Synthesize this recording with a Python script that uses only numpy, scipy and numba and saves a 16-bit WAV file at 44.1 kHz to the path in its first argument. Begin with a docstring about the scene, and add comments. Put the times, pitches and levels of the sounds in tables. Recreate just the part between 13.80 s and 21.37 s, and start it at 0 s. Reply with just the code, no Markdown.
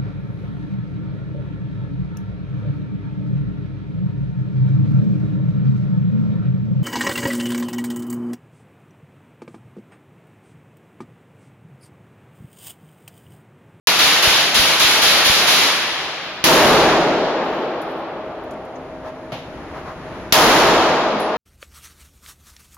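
"""An indoor pistol range: eight quick, bright shots from a nearby lane, then two heavy ones from this booth.
Each blast excites the concrete hall, whose reverberation lasts for seconds. Brass cases ring in their
modes as they land; gear clicks, something distant clacks and feet shuffle over the noise of the fans.
The shots saturate the microphones and the gain control ducks; the fans swell back as it recovers."""
import sys
import numpy as np
from scipy import signal
from scipy.fft import rfft, irfft, next_fast_len
from scipy.io import wavfile
from numba import njit

SR = 44100
rng = np.random.default_rng(int(sys.argv[2]) if len(sys.argv) > 2 else 0)


def unload_wav(signal):
    """Save mono or channel-first audio to the path in sys.argv[1] as 16-bit WAV at rate SR, clipped to [-1, 1]."""
    wavfile.write(
        sys.argv[1],
        SR,
        np.round(np.clip(np.atleast_2d(signal).T, -1, 1) * 32767).astype(np.int16),
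    )


N = 333837

# Resonances of hall and booth. Each row: frequency in Hz, width in Hz, gain in dB.
HALL_MODES = [(146, 28, 4), (169.4, 12, 4.5), (220, 3.9, -1), (261.5, 7.2, 1.5), (327, 5.6, 6),
              (432, 18, 1.5), (626, 15, 3.5), (790, 12, 0.5), (4030, 70, 2), (4400, 80, 0),
              (5090, 60, -3.5)]
# Reverberation time. Each row: frequency in Hz, time to fall 60 dB (t60) in seconds.
HALL_T60 = [(60, 2.3), (250, 3.7), (600, 4.2), (1400, 3.23), (2800, 2.88), (5000, 2.21), (10000, 1.16),
            (16000, 0.87)]
# Quick shots. Each row: start in seconds, then levels of shot, bright surge and low thump in dB.
LANE_SHOTS = [(0.0719, -5, -25, -25), (0.19, 0.5, 0, -6), (0.425, 1, -5, 6.5), (.745, 0, -2, 6),
              (0.9969, 1, 1.5, -1), (1.2194, 1.5, 1.5, -9), (1.4484, 0, -2.5, 5), (1.6726, 1, -5, -11)]
# Spectra of the two guns, fans and shoes. Each row: frequency in Hz, relative spectral density in dB.
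LANE_SPECTRUM = [(30, -36.5), (90, -21.5), (170, -11.5), (350, -6.5), (650, -2.5), (1100, -1), (2000, 0),
                 (3300, 1.5), (5000, -1.5), (7000, -7.5), (11000, -9.5), (16000, -28)]
BOOTH_SPECTRUM = [(30, -12.5), (90, -21.5), (170, -10.5), (350, -2.5), (620, -2), (900, -3), (1200, -5),
                  (2000, -12), (3300, -13), (5000, -16.5), (7000, -20), (11000, -22), (16000, -29.5)]
FAN_SPECTRUM = [(25, -3.5), (70, 3), (140, 0), (300, 1.8), (620, -1.5), (1000, -4), (2000, -10.5),
                (4000, -23), (7000, -30), (11000, -34.5), (16000, -53)]
SCUFF_SPECTRUM = [(160, -25), (520, -2), (1050, 2.5), (1700, -9), (3100, -21), (6300, -28), (14700, -42)]
# Brass landing. Each row: start in seconds, levels of tick, ring and skitter in dB,
# main ring frequency in Hz, its t60 in seconds.
CASE_LANDINGS = [(2.435, -48, -52, -55, 11930, .9), (3.635, -58, -61, -53, 11480, 2.1),
                 (3.905, -54, -66, -68, 12050, 1.1), (4.017, -36, -53, -58, 10900, 0.27),
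                 (7.399, -28, -30.5, -60, 10960, 0.34)]
# Modes of a case. Each row: ratio to the main ring frequency, relative level in dB.
CASE_MODES = [(.573, -16), (.64, -15), (.775, -18.5), (.993, 2), (1.001, -2.5), (1.014, -13.5)]
# Heavy shots. Each row: start in seconds, levels of shot and hammer in dB,
# gains of the bass and of the body near 900 Hz in dB.
BOOTH_SHOTS = [(2.6407, 1.5, -29.5, 1.5, -.5), (6.526, 1.5, -8, -2, 1.5)]
# Booth modes, a beating pair and three lower. Each row: frequency in Hz, relative dB, t60 in seconds.
BOOTH_MODES = [(629, -21.5, 6.5), (635, -23.5, 6.4), (215.4, -27, 4.7), (260, -27, 7), (327, -27.5, 5.8)]
# Handled gear. Each row: start in seconds, level in dB, centre in Hz, width in Hz.
GEAR_CLICKS = [(4.6365, -55, 12000, 4000), (4.7088, -42.5, 7660, 6000), (4.735, -51, 7000, 4000),
               (4.85, -53, 9000, 6000), (4.9567, -48, 6400, 1200)]
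# Shuffling feet. Each row: midpoint in seconds, length in seconds, level in dB.
SCUFFS = [(5.274, .11, -34.5), (5.975, .15, -38.5), (6.09, .16, -38.5)]
# Bands of a distant clack. Each row: centre in Hz, width in Hz, level in dB, t60 in seconds.
CLACK_BANDS = [(145, 61, -33, 0.42), (650, 600, -30.5, .3), (2600, 2500, -36.5, 0.58),
               (11000, 5000, -53, 0.36)]


def undb(db):
    """Amplitude ratio: tenfold for every 20 dB."""
    return 10 ** (np.asarray(db) / 20)


def along(table, hz):
    """Interpolation of (Hz, value) points on a log-frequency axis."""
    f, value = np.transpose(table)
    return np.interp(np.log(np.maximum(hz, 1)), np.log(f), value)


def fade(t, t60):
    """Exponential decay, 60 dB down after t60."""
    return np.exp(-np.log(1000) * t / t60)


def add(out, s, sound):
    """Superposition: a sound joins the mix at s seconds."""
    start = max(int(s * SR), 0)
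    part = sound[..., :max(N - start, 0)]
    out[:, start:start + part.shape[-1]] += part


def wander(size, rate):
    """Random modulation: glides between Gaussian values, rate of them a second."""
    knots = rng.standard_normal(256)
    return np.interp(np.arange(size) / SR * rate, np.arange(len(knots)), knots)


def diffuse(colour, size, port_gap_m=0.048, sound_speed=343, bass_spread=0.12, bass_spread_hz=140):
    """Diffuse-field spectrum: long waves reach both microphone ports coherently, short ones do not."""
    hz = np.arange(size // 2 + 1) * SR / size
    lift = sum((undb(db) - 1) / (1 + (2 * (hz - f) / width) ** 2) for f, width, db in HALL_MODES)
    gain = undb(along(colour, hz)) * (1 + lift)
    coherence = np.sinc(2 * hz * port_gap_m / sound_speed)
    # the deep bass differs a little between left and right
    coherence *= 1 - bass_spread / (1 + (hz / bass_spread_hz) ** 2)
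    mid, side = rfft(rng.standard_normal((2, size))) * np.sqrt([(1 + coherence) / 2, (1 - coherence) / 2])
    return hz, np.array([mid + side, mid - side]) * gain / np.sqrt(np.mean(gain ** 2))


def hall(colour, early_db, early_t60, late_db, build_s, bass_lag, echo_db, echo_s, echo_width_s, size):
    """Reverberation: early reflections, a smeared far-end echo, a late field that loses treble first."""
    hz, spectrum = diffuse(colour, size)
    t = np.arange(size) / SR
    early = undb(early_db) * fade(t, early_t60)
    echo = undb(echo_db) * np.exp(-((t - echo_s) / echo_width_s) ** 2)
    out, centres = 0, np.geomspace(60, 16000, 13)
    for centre, pick in zip(centres, np.eye(len(centres))):
        band = irfft(spectrum * np.interp(hz, centres, pick))
        roll = undb(0.74 * wander(size, rate=8.65))  # the sound rolls to and fro
        build = 1 - np.exp(-t / (build_s * (centres[-1] / centre) ** bass_lag))  # lows build more slowly
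        late = (undb(late_db) + echo) * fade(t, along(HALL_T60, centre))
        out = out + band * roll * build * (early + late)
    return out


def burst(hz, width_hz, t60, size=16384):
    """Band-limited decay: noise fades after two like resonators in cascade, each width_hz wide."""
    top_hz = .45 * SR
    b, a = signal.iirpeak(min(hz, top_hz), hz / min(width_hz, top_hz), fs=SR)
    noise = signal.lfilter(b, a, signal.lfilter(b, a, rng.standard_normal((2, size))))
    return noise / noise.std() * fade(np.arange(size) / SR, t60)


def thump(length_s, size=4096):
    """Pressure pulse: a one-sided push of air with a slow rebound."""
    t = np.arange(size) / SR / length_s
    return -(1 - np.exp(-4 * t)) * (1 - t / 2) * np.exp(-t)


def lane_gun(surge_s=0.049, thump_delay_s=.05):
    """Impulse and reflection: a gun cracks behind the partition, a bright surge follows, and the backstop
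    returns a smeared echo."""
    out = np.zeros((2, N))
    for s, db, surge_db, thump_db in LANE_SHOTS:
        reverb = hall(LANE_SPECTRUM, early_db=0, early_t60=1.0, late_db=-9.0, build_s=0.0044,
                      bass_lag=.1, echo_db=-10.5, echo_s=0.17, echo_width_s=0.067, size=114688)
        surge = burst(hz=3660, width_hz=2300, t60=0.78)
        age = np.arange(surge.shape[1]) / SR / surge_s
        add(out, s, undb(db) * reverb)
        add(out, s, undb(surge_db) * surge * age * np.exp(1 - age))
        add(out, s, undb(db + 1.5) * burst(hz=3500, width_hz=10500, t60=0.0093))  # crack
        add(out, s, undb(db - 14.5) * burst(hz=11300, width_hz=6500, t60=1.0))  # sizzling tail
        add(out, s + thump_delay_s, undb(thump_db) * thump(length_s=.003))
    return out


def rush(colour, size):
    """Stationary noise: a diffuse field of one spectral shape."""
    return irfft(diffuse(colour, size)[1])


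def fans(level_db=-39, waver_db=1.4):
    """Broadband flow noise: the extractor fans rush evenly, wavering a little."""
    air = rush(FAN_SPECTRUM, size=2 * next_fast_len(N // 2 + 1))[:, :N]
    return air * undb(level_db + waver_db * wander(N, rate=8))


def ring(modes, size, channels=2, waver_db=5.5):
    """Damped free vibration in (Hz, dB, t60) modes; the hall's reflections make each one waver."""
    t = np.arange(size) / SR
    out = 0
    for hz, db, t60 in modes:
        envelope = undb(db + waver_db * wander(size, rate=12)) * fade(t, t60)
        out = out + envelope * np.sin(2 * np.pi * (hz * t + rng.random((channels, 1))))
    return out


def brass_cases(jingle_db=3.0):
    """Impact excites inharmonic modes: each case ticks on the concrete, rings and skitters away."""
    out = np.zeros((2, N))
    for s, tick_db, ring_db, skitter_db, hz, t60 in CASE_LANDINGS:
        modes = [(ratio * hz, db, t60) for ratio, db in CASE_MODES]
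        add(out, s, undb(tick_db) * burst(hz=10000, width_hz=9000, t60=0.067))
        add(out, s, undb(ring_db) * ring(modes, size=SR, waver_db=3.5))
        jingle = undb(skitter_db + jingle_db * wander(SR, rate=40))
        add(out, s, jingle * burst(hz=11500, width_hz=6000, t60=1.3, size=SR))
    return out


def shock(length_s, size=1024):
    """Blast wave: a jump of pressure that sinks into a shallow rarefaction after length_s."""
    t = np.arange(size) / SR / length_s
    return (1 - t) * np.exp(-t)


def booth_gun(hammer_lead_s=0.0024):
    """Direct sound, then reverberation: the hammer snaps, the blast rattles the booth and fills the hall."""
    out = np.zeros((2, N))
    for s, db, hammer_db, bass_db, body_db in BOOTH_SHOTS:
        colour = []
        for hz, level in BOOTH_SPECTRUM:
            bass = bass_db / (1 + (hz / 500) ** 2)
            body = body_db * np.exp(-2 * np.log2(hz / 900) ** 2)
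            colour.append((hz, level + bass + body))
        roar = hall(colour, early_db=0.5, early_t60=0.86, late_db=1.5, build_s=0.0067,
                    bass_lag=0.51, echo_db=0.5, echo_s=0.34, echo_width_s=0.25, size=196608)
        add(out, s - hammer_lead_s, undb(hammer_db) * burst(hz=4000, width_hz=7300, t60=0.032))
        add(out, s, undb(db + 15.0) * shock(length_s=0.00069))
        add(out, s, undb(db + 14.5) * burst(hz=2260, width_hz=3100, t60=0.0067))  # crack
        add(out, s, undb(db + 3) * burst(hz=12000, width_hz=5500, t60=0.062))  # sizzle
        add(out, s, undb(db + 3) * burst(hz=3010, width_hz=6000, t60=0.36))  # rattle
        add(out, s, undb(db) * roar)
        add(out, s, undb(db) * ring(BOOTH_MODES, size=220000, channels=1))
    return out


def gear_clicks():
    """Heavily damped transients: handled gear gives small, bright clicks."""
    out = np.zeros((2, N))
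    for s, db, hz, width_hz in GEAR_CLICKS:
        add(out, s, undb(db) * burst(hz, width_hz, t60=.07))
    return out


def foot_scuffs():
    """Sliding friction: noise swells and fades as feet shuffle on the floor."""
    out = np.zeros((2, N))
    for s, length_s, db in SCUFFS:
        size = int(length_s * SR)
        friction = rush(SCUFF_SPECTRUM, size=32768)[:, :size]
        add(out, s - length_s / 2, undb(db) * friction * np.hanning(size))
    return out


def distant_clack(start_s=5.52):
    """Transient decay in broad bands: a distant clack with a low thud."""
    out = np.zeros((2, N))
    for hz, width_hz, db, t60 in CLACK_BANDS:
        knock = burst(hz, width_hz, t60)
        add(out, start_s, undb(db) * (knock if hz > 1500 else knock[0]))  # lows reach both ports alike
    return out


def scene():
    """Superposition of all sources; there is silence until the first shot."""
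    begun = np.arange(N) >= int(LANE_SHOTS[0][0] * SR)
    shooting = lane_gun() + booth_gun() + brass_cases()
    return begun * (shooting + gear_clicks() + distant_clack() + foot_scuffs() + fans())


@njit
def follow(level, attack, release):
    """Envelope detection: a one-pole smoother that rises fast and sinks slowly."""
    out, envelope = np.empty(len(level)), 0.
    for i in range(len(level)):
        envelope += (level[i] - envelope) * (attack if level[i] > envelope else release)
        out[i] = envelope
    return out


def record(dry, balance_db=0.42, bias=0.13, limit_db=-15, makeup_db=7.5, ceiling=0.76,
           attack_s=0.00074, react_s=0.00074, release_s=1.61,
           presence_hz=3900, presence_width_hz=2200, presence_db=1.0, notch_hz=8195, notch_width_hz=1510):
    """Asymmetric saturation in the microphones, then automatic gain control, clipping and filtering."""
    sound = np.tanh(dry * undb([[balance_db], [-balance_db]]) + bias) - np.tanh(bias)
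    envelope = follow(np.abs(sound).max(axis=0), 1 / (attack_s * SR), 1 / (release_s * SR))
    # the control reacts late, so the first crack clips before the gain ducks
    delayed = np.interp(np.arange(N) - react_s * SR, np.arange(N), envelope)
    reduction = np.maximum(delayed / undb(limit_db), 1)
    sound = np.clip(sound * undb(makeup_db) / reduction, -ceiling, ceiling)
    b, a = signal.iirpeak(presence_hz, presence_hz / presence_width_hz, fs=SR)
    sound = sound + (undb(presence_db) - 1) * signal.lfilter(b, a, sound)
    b, a = signal.iirnotch(notch_hz, notch_hz / notch_width_hz, fs=SR)
    sound = signal.lfilter(b, a, signal.lfilter(b, a, sound))
    sound = signal.sosfilt(signal.butter(2, [28, 14800], "band", fs=SR, output="sos"), sound)
    return signal.sosfilt(signal.ellip(12, .2, 80, 15950, fs=SR, output="sos"), sound)  # steep low-pass


dry = scene()
out = record(dry)
unload_wav(out)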